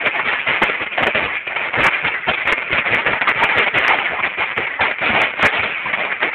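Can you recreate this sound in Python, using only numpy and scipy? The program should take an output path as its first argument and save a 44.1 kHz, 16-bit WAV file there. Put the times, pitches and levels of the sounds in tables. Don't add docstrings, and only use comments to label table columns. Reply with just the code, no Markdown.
import sys
import numpy as np
from scipy import signal
from scipy.io import wavfile
from scipy.ndimage import uniform_filter1d, minimum_filter1d

SR = 44100
rng = np.random.default_rng(int(sys.argv[2]) if len(sys.argv) > 2 else 0)


def decibels_to_gain(level_db):
    exponent = np.asarray(level_db, float) / 20
    return 10 ** exponent


def digitize_waveform(pressure):
    field = np.atleast_2d(pressure).T
    bounded = np.clip(field, -1, 1)
    quanta = np.round(bounded * 32767).astype(np.int16)
    wavfile.write(sys.argv[1], SR, quanta)


N = 279946

# t/s, level/dB, thump relative to crack/dB
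LONE_POPS = [(0.002, -17, -16.2), (0.19, -11, -4), (0.326, -7, -17), (0.69, -10.0, -8.5), (1.024, -6, -6),
             (1.84, -6.5, -32), (2.042, -9, -17), (2.136, -11.5, -22), (2.45, -13.5, -10),
             (2.468, -12, -21), (2.518, -8, -6), (2.573, -12, -9), (2.672, -19.0, -12), (2.696, -21.5, 0.5),
             (2.838, -19.0, -7), (2.985, -8, -29), (3.061, -13, -30), (3.127, -10.5, -20.5),
             (3.55, -14, -11.1), (3.62, -9.5, -27.5), (4.508, -15.5, -29), (4.572, -13.5, -7.5),
             (4.789, -20, 3), (4.907, -10.5, -21), (4.981, -14, -30), (5.327, -18, -3), (5.388, -11.5, -7),
             (6.046, -10, -11), (6.198, -17.5, -8.5), (6.327, -19, -20.9)]
# t/s, span/s, splatter level/dB
OVERLOADS = [(0.0699, .009, -34), (0.4885, 0, -60), (0.628, .015, -26), (1.0329, 0.0024, -31.5),
             (1.0701, .003, -24.5), (1.8056, 0.0021, -33), (1.836, .02, -24.5), (1.8647, .009, -14),
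             (1.8856, 0.0017, -32.5), (2.474, 0.0033, -31.5), (2.523, .009, -20.5), (2.73, 0, -51.5),
             (2.9477, 0, -28), (3.0661, .012, -36.5), (3.1337, 0.0022, -61.5), (3.289, .009, -26),
             (3.315, 0, -58), (3.4361, .007, -21), (3.5854, 0.0018, -30.5), (3.7853, 0, -27.5),
             (3.849, 0.00092, -45.5), (3.881, 0.00034, -35), (3.8934, .009, -35), (3.9873, 0.0025, -45.5),
             (4.2533, 0, -48.5), (4.5783, .002, -30), (5.2176, 0.00088, -24.5), (5.4282, 0, -21.5),
             (5.436, 0.028, -35.5), (5.4537, .019, -18.5)]
# t/s, level/dB, burst length/s, thump relative to crack/dB
VOLLEYS = [(0.239, -4.0, 0.12, -19), (0.457, -2.5, 0.12, -12.5), (0.606, -6.5, 0.12, -10),
           (0.964, -6, 0.11, -7), (1.136, -4.0, 0.13, -8), (1.773, -2, 0.12, -10),
           (1.844, -3, 0.035, -8.5), (1.897, -7.0, 0.12, -23), (2.464, -4.0, 0.07, -13.5),
           (2.705, -5.5, 0.12, -14), (2.902, -2.5, 0.12, -11), (3.268, -5, 0.05, -14),
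           (3.383, -6, 0.095, -8.2), (3.478, -7.5, 0.075, -11.5), (3.547, -1.5, 0.1, -11.4),
           (3.733, -3, 0.11, -11), (3.823, -4, 0.11, -19), (3.875, -4.5, 0.082, -6.5),
           (3.947, -7, 0.12, -9), (4.368, -7.5, 0.074, -9), (4.805, -4.5, 0.11, -9),
           (5.002, -1.5, 0.17, -11), (5.123, -2.5, 0.12, -7.5), (5.193, -5.5, 0.12, -9.5),
           (5.395, -3, 0.11, -15), (5.426, -2, 0.031, -3), (5.516, -7.0, 0.089, -9.5),
           (5.607, -8, 0.12, -8.5), (5.954, -7, 0.19, -6), (6.21, -8, 0.084, -6.5),
           (0.052, -9.5, 0.027, -7.5), (0.125, -9.5, 0.11, -7.5), (0.337, -10.5, 0.12, -19),
                  (0.613, -5.5, 0.018, -5.9), (1.055, -13, 0.038, -1.5), (1.056, -12.5, 0.12, -15.5),
                  (1.219, -8, 0.12, -14), (1.572, -9, 0.12, -10), (1.726, -11.5, 0.07, -5.5),
                  (2.018, -8.5, 0.11, -11), (2.063, -8, 0.022, -21.3), (2.263, -11.5, 0.056, -3.5),
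                  (2.272, -8.5, 0.029, -24), (2.327, -11, 0.022, -23), (2.356, -11.5, 0.08, -26),
                  (2.546, -12.5, 0.13, -9.5), (2.847, -9, 0.065, -8.5), (3.043, -7.5, 0.095, -4.5),
                  (3.116, -11, 0.07, -8), (3.2, -15, 0.073, -5.5), (3.33, -8, 0.12, -14),
                  (3.426, -4.5, 0.015, -10.5), (3.657, -7, 0.024, -9), (4.085, -10.5, 0.12, -4),
                  (4.221, -7.5, 0.055, -12.1), (4.559, -9, 0.095, -7.5), (4.674, -14.5, 0.16, -7),
                  (5.055, -6, 0.14, -19), (5.84, -12.5, 0.078, -6.5), (6.047, -13.5, 0.15, -8),
           (0.002, -12.5, 0.095, -6), (0.035, -12, 0.14, -20), (0.567, -15, 0.045, -20),
               (0.702, -14, 0.095, -13.5), (0.719, -14.5, 0.035, -25.0), (0.79, -12.5, 0.05, -9.5),
               (0.856, -25, 0.0097, -19.1), (0.908, -19.5, 0.05, -9.5), (1.317, -14.5, 0.05, -24.1),
               (1.488, -17, 0.042, -5.5), (1.539, -19, 0.025, -5.5), (1.641, -14, 0.05, -25.0),
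               (1.661, -19.5, 0.07, -7), (2.117, -13.0, 0.15, -23), (2.615, -13.5, 0.011, -29),
               (2.777, -7.5, 0.011, -9.5), (3.01, -14.5, 0.07, -8.5), (3.685, -17, 0.09, -14),
               (4.041, -15, 0.05, -27.5), (4.18, -17, 0.027, -5), (4.278, -16.0, 0.07, -19),
               (4.445, -12, 0.088, -21), (4.912, -19, 0.028, -20.5), (5.347, -13.5, 0.096, -16.5),
               (5.5, -12, 0.077, -30), (5.626, -11, 0.014, -16), (5.699, -14.5, 0.05, -25),
               (5.751, -15.5, 0.095, -19.4), (5.934, -14.5, 0.018, -33), (6.307, -14, 0.1, -14.5)]
# t/s, level/dB
HEAVY_BOOMS = [(0.241, -27), (0.479, -28), (0.618, -24), (0.816, -35), (1.014, -22), (1.15, -29),
               (1.228, -22), (1.782, -15), (2.036, -26.5), (2.262, -22.5), (2.45, -31), (2.719, -22),
               (2.914, -22.5), (3.097, -24.5), (3.365, -23.5), (3.561, -24.5), (3.735, -20.5),
               (4.089, -28.5), (4.202, -31.5), (4.356, -30), (4.569, -27.5), (4.801, -28), (5.009, -31),
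               (5.102, -15.5), (5.381, -27.5), (5.599, -24), (5.833, -29.5), (5.959, -35)]
# t/s, level/dB
OPENING_CRACKS = [(0.864, -16), (0.978, -7.5), (1.065, -4.5), (1.149, -7), (1.47, -13), (1.561, -8.5),
                  (1.735, -8.5), (2.285, -7), (2.728, -7.5), (3.211, -4), (3.273, 1), (3.488, -10),
                  (4.669, -13), (4.808, -3), (5.931, -8.5), (6.12, -13), (6.227, -6.5)]
# t/s, upper resonance f/Hz, brightness level/dB
COLOUR_DRIFT = [(0.0, 2260, 4.5), (0.76, 2095, 1), (0.87, 2340, 6), (1.02, 2200, 2), (2.05, 2265, -3.5),
                (2.08, 2370, -4), (2.16, 1840, -10), (2.28, 2450, 4), (2.63, 1990, -2.5), (2.67, 2180, -1),
                (3.91, 2166, 1.5), (4.01, 2410, 0.5), (4.1, 2010, 2), (4.21, 2220, 0.5), (4.97, 2080, 0),
                (5.04, 2210, 1), (6.06, 2336, 3.5), (6.35, 2050, -2.5)]
# f/Hz, level/dB
NARROW_BAND = [(20, -41), (60, -4.5), (150, -4.5), (1000, -2.5), (2400, -2), (3000, -12), (3500, -20.5),
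               (3900, -33), (4300, -40.5), (4600, -56.5), (5000, -110), (6000, -120)]

PULSE_GRID_HZ = 8000
FULL_SCALE = .705
RISE_S, SWELL_SHARE = 0.0037, 0.36
POP_S, CRACK_S, CRACK_THUMP_DB = 0.0067, 0.0077, -11
THUMP_CONTRAST = 1.51
LOWER_HZ = 687
RING_DB_PER_DB = -.5
OVER_GAP_S = .0037
OVER_EDGE_DB, OVER_SCATTER_DB = -5.5, -7
BOOM_RISE_S, BOOM_T60, BOOM_FLOOR_DB, BOOM_LEAD_S = 0.0092, 0.24, -51.5, 0.013


def evened(x):
    return x / np.sqrt(np.mean(x ** 2) + 1e-20)


def levelled(x, size):
    power = uniform_filter1d(uniform_filter1d(x ** 2, size), size)
    return x / np.sqrt(abs(power) + 1e-12)


def held(values, seconds):
    return np.interp(np.arange(N) / SR / seconds, np.arange(len(values)), values)


def resonate(x, hz, width_hz):
    turn = np.exp(2j * np.pi * np.cumsum(hz) / SR)
    r = np.exp(-np.pi * width_hz / SR)
    smooth = signal.lfilter([1 - r], [1, -r], x / turn)
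    return 2 * (turn * smooth).real


def boost(x, hz, width_hz, db):
    return x + decibels_to_gain(db) * resonate(x, hz, width_hz)


def causal(points):
    f, db = np.transpose(points)
    hz = abs(np.fft.fftfreq(8192, 1 / SR))
    log_gain = np.log(decibels_to_gain(np.interp(np.log(hz + 1), np.log(f + 1), db)))
    min_phase = signal.hilbert(log_gain).imag
    return np.fft.ifft(np.exp(log_gain - 1j * min_phase)).real[:3000]


def pulses(share=.14, spread_db=3.5, dust_db=-10, repeat=0.51):
    count = N * PULSE_GRID_HZ // SR
    k = np.arange(count)
    frame = k // 160
    hit, sign, size, lag = rng.random((count, 4)).T
    crowd = 2.2 * uniform_filter1d(sign[frame * 7], size=80) ** 1.5 + .25
    big = (hit < share * crowd) * np.sign(sign - .5) * decibels_to_gain(-spread_db * np.log(1 - size))
    train = evened(big) + decibels_to_gain(dust_db) * crowd * rng.standard_normal(count)
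    back = (18 + 100 * lag[frame] ** 2).astype(int)
    train = train + repeat * train[np.maximum(k - back, 0)]
    out = np.zeros(N)
    out[k * SR // PULSE_GRID_HZ] = train
    return levelled(out, size=260)


def loudness(fall_t60=0.068, sag_t60=0.46, floor_db=-33):
    power = np.ones((2, N + SR)) * decibels_to_gain(2 * (floor_db + np.array([[0], [-12]])))
    t = np.arange(SR // 6) / SR
    volleys = VOLLEYS
    pops = [(s, db, POP_S, low) for s, db, low in LONE_POPS]
    cracks = [(s - RISE_S, db, CRACK_S, CRACK_THUMP_DB) for s, db in OPENING_CRACKS]
    for start, db, length, thump_db in volleys + pops + cracks:
        rise = (1 - np.exp(-t / (RISE_S + SWELL_SHARE * length))) ** 2
        fall_db = 60 * (np.maximum(t - length, 0) / fall_t60 + t / sag_t60)
        at = round(abs(start) * SR)
        power[:, at:at + len(t)] += rise * decibels_to_gain(2 * (db - fall_db + np.array([[0], [thump_db]])))
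    return np.sqrt(power[:, :N])


def bangs(taps, jitter_db=-0.7, crack_db=5, ring_db=6.5, mid_db=-2, top_db=-1, thump_db=17, boom_db=3):
    wander = [held(w, .02) for w in rng.standard_normal((N // 400, 7)).T]
    train = pulses() * decibels_to_gain(jitter_db * held(rng.standard_normal(N // 200), .005))
    s, *columns = np.transpose(COLOUR_DRIFT)
    upper_hz, shine_db = (np.interp(np.arange(N) / SR, s, c) for c in columns)
    crack, thump = loudness()
    thump = thump * (thump / np.percentile(thump, 80)) ** (THUMP_CONTRAST - 1)
    boom = decibels_to_gain(boom_db) * booms() * thump / uniform_filter1d(thump, size=4000)
    swing = .095
    bright_db = 20 * np.log10(crack / crack.mean())

    high_pass = signal.butter(1, 800, "high", fs=SR)
    out = signal.lfilter(*high_pass, train * crack) * decibels_to_gain(crack_db)
    lower_hz = LOWER_HZ * np.exp(0.25 * wander[6])
    out = out + resonate(train * thump, lower_hz, 250) * decibels_to_gain(thump_db)
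    upper_db = ring_db + RING_DB_PER_DB * bright_db + 2.9 * wander[1]
    out = boost(out, upper_hz * (1 + swing * wander[0]), 330, upper_db)
    out = boost(out, 1350 * (1 + 2 * swing * wander[2]), 170, mid_db + 1.2 * wander[3])
    shine_db = top_db + shine_db + 4.3 * wander[5] + 0.1 * bright_db
    out = boost(out, 3150 * (1 + swing / 2 * wander[4]), 410, shine_db)
    out = boost(out, np.full(N, 3900.), 520, 3 * wander[4] + 1.1 * bright_db)

    boom_hz = np.full(N, 95.)
    low_ring = resonate(resonate(train, boom_hz, 210), boom_hz, 210)
    out -= boom * levelled(low_ring, size=1200)
    return signal.oaconvolve(out, taps)[:N]


def flurries():
    chance = rng.random((len(OVERLOADS), 2, 9))
    out = []
    for (start, span, db), (shift, size) in zip(OVERLOADS, chance):
        count = 1 + int(np.ceil(span / OVER_GAP_S))
        place = np.linspace(-1, 1, count) * (count > 2)
        uneven_s = (count > 2) * (shift[:count] - .5) * OVER_GAP_S / 2
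        s = start + np.linspace(0, span, count) + uneven_s
        scatter_db = (count > 1) * OVER_SCATTER_DB * size[:count]
        out += zip(s, db + OVER_EDGE_DB * place ** 2 + scatter_db)
    return np.transpose(out)


def overs(taps, reach_db=9):
    shape = resonate(taps[:400], np.full(400, 1900.), 1300)
    peak = np.argmax(abs(shape))
    shape = shape / shape[peak]
    s, db = flurries()
    top = np.argmax(shape)
    at = np.maximum(np.round(s * SR).astype(int) - top, 0)
    train = np.zeros(N)
    train[at] = (FULL_SCALE + decibels_to_gain(db + reach_db)) * np.sign(rng.random(len(s)) - .5)
    lead = 55 - top
    cover = signal.oaconvolve(train != 0, 1.4 * np.hanning(130))[lead:N + lead]
    hush = 1 - np.minimum(cover, 1)
    return signal.oaconvolve(train, shape)[:N], hush


def booms():
    power = np.full(N + SR, decibels_to_gain(2 * BOOM_FLOOR_DB))
    t = np.arange(SR // 4) / SR
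    for start, db in HEAVY_BOOMS:
        at = round((start - BOOM_LEAD_S) * SR)
        rise = (1 - np.exp(-t / BOOM_RISE_S)) ** 2
        power[at:at + len(t)] += rise * decibels_to_gain(2 * (db - 60 * t / BOOM_T60))
    return np.sqrt(power[:N])


def scene():
    taps = causal(NARROW_BAND)
    band_edge = signal.firwin(201, 4600, window=("kaiser", 11), fs=SR)
    spikes, hush = overs(taps)
    room = np.maximum(.62 - abs(spikes), .03)
    rumble_cut = signal.butter(2, 33, "high", fs=SR)
    loud = signal.lfilter(*rumble_cut, bangs(taps)) * hush
    dip = minimum_filter1d(room / np.maximum(abs(loud), room), size=61)
    dip = uniform_filter1d(uniform_filter1d(dip, size=31), size=31)
    return (signal.oaconvolve(loud * dip, band_edge, "same") + spikes)[None]


def low_pass(x):
    return signal.sosfilt(signal.butter(12, 15900, fs=SR, output="sos"), x)


def record(dry):
    clipped = np.clip(dry, -FULL_SCALE, FULL_SCALE)
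    return low_pass(clipped)


dry = scene()
out = record(dry)
digitize_waveform(out)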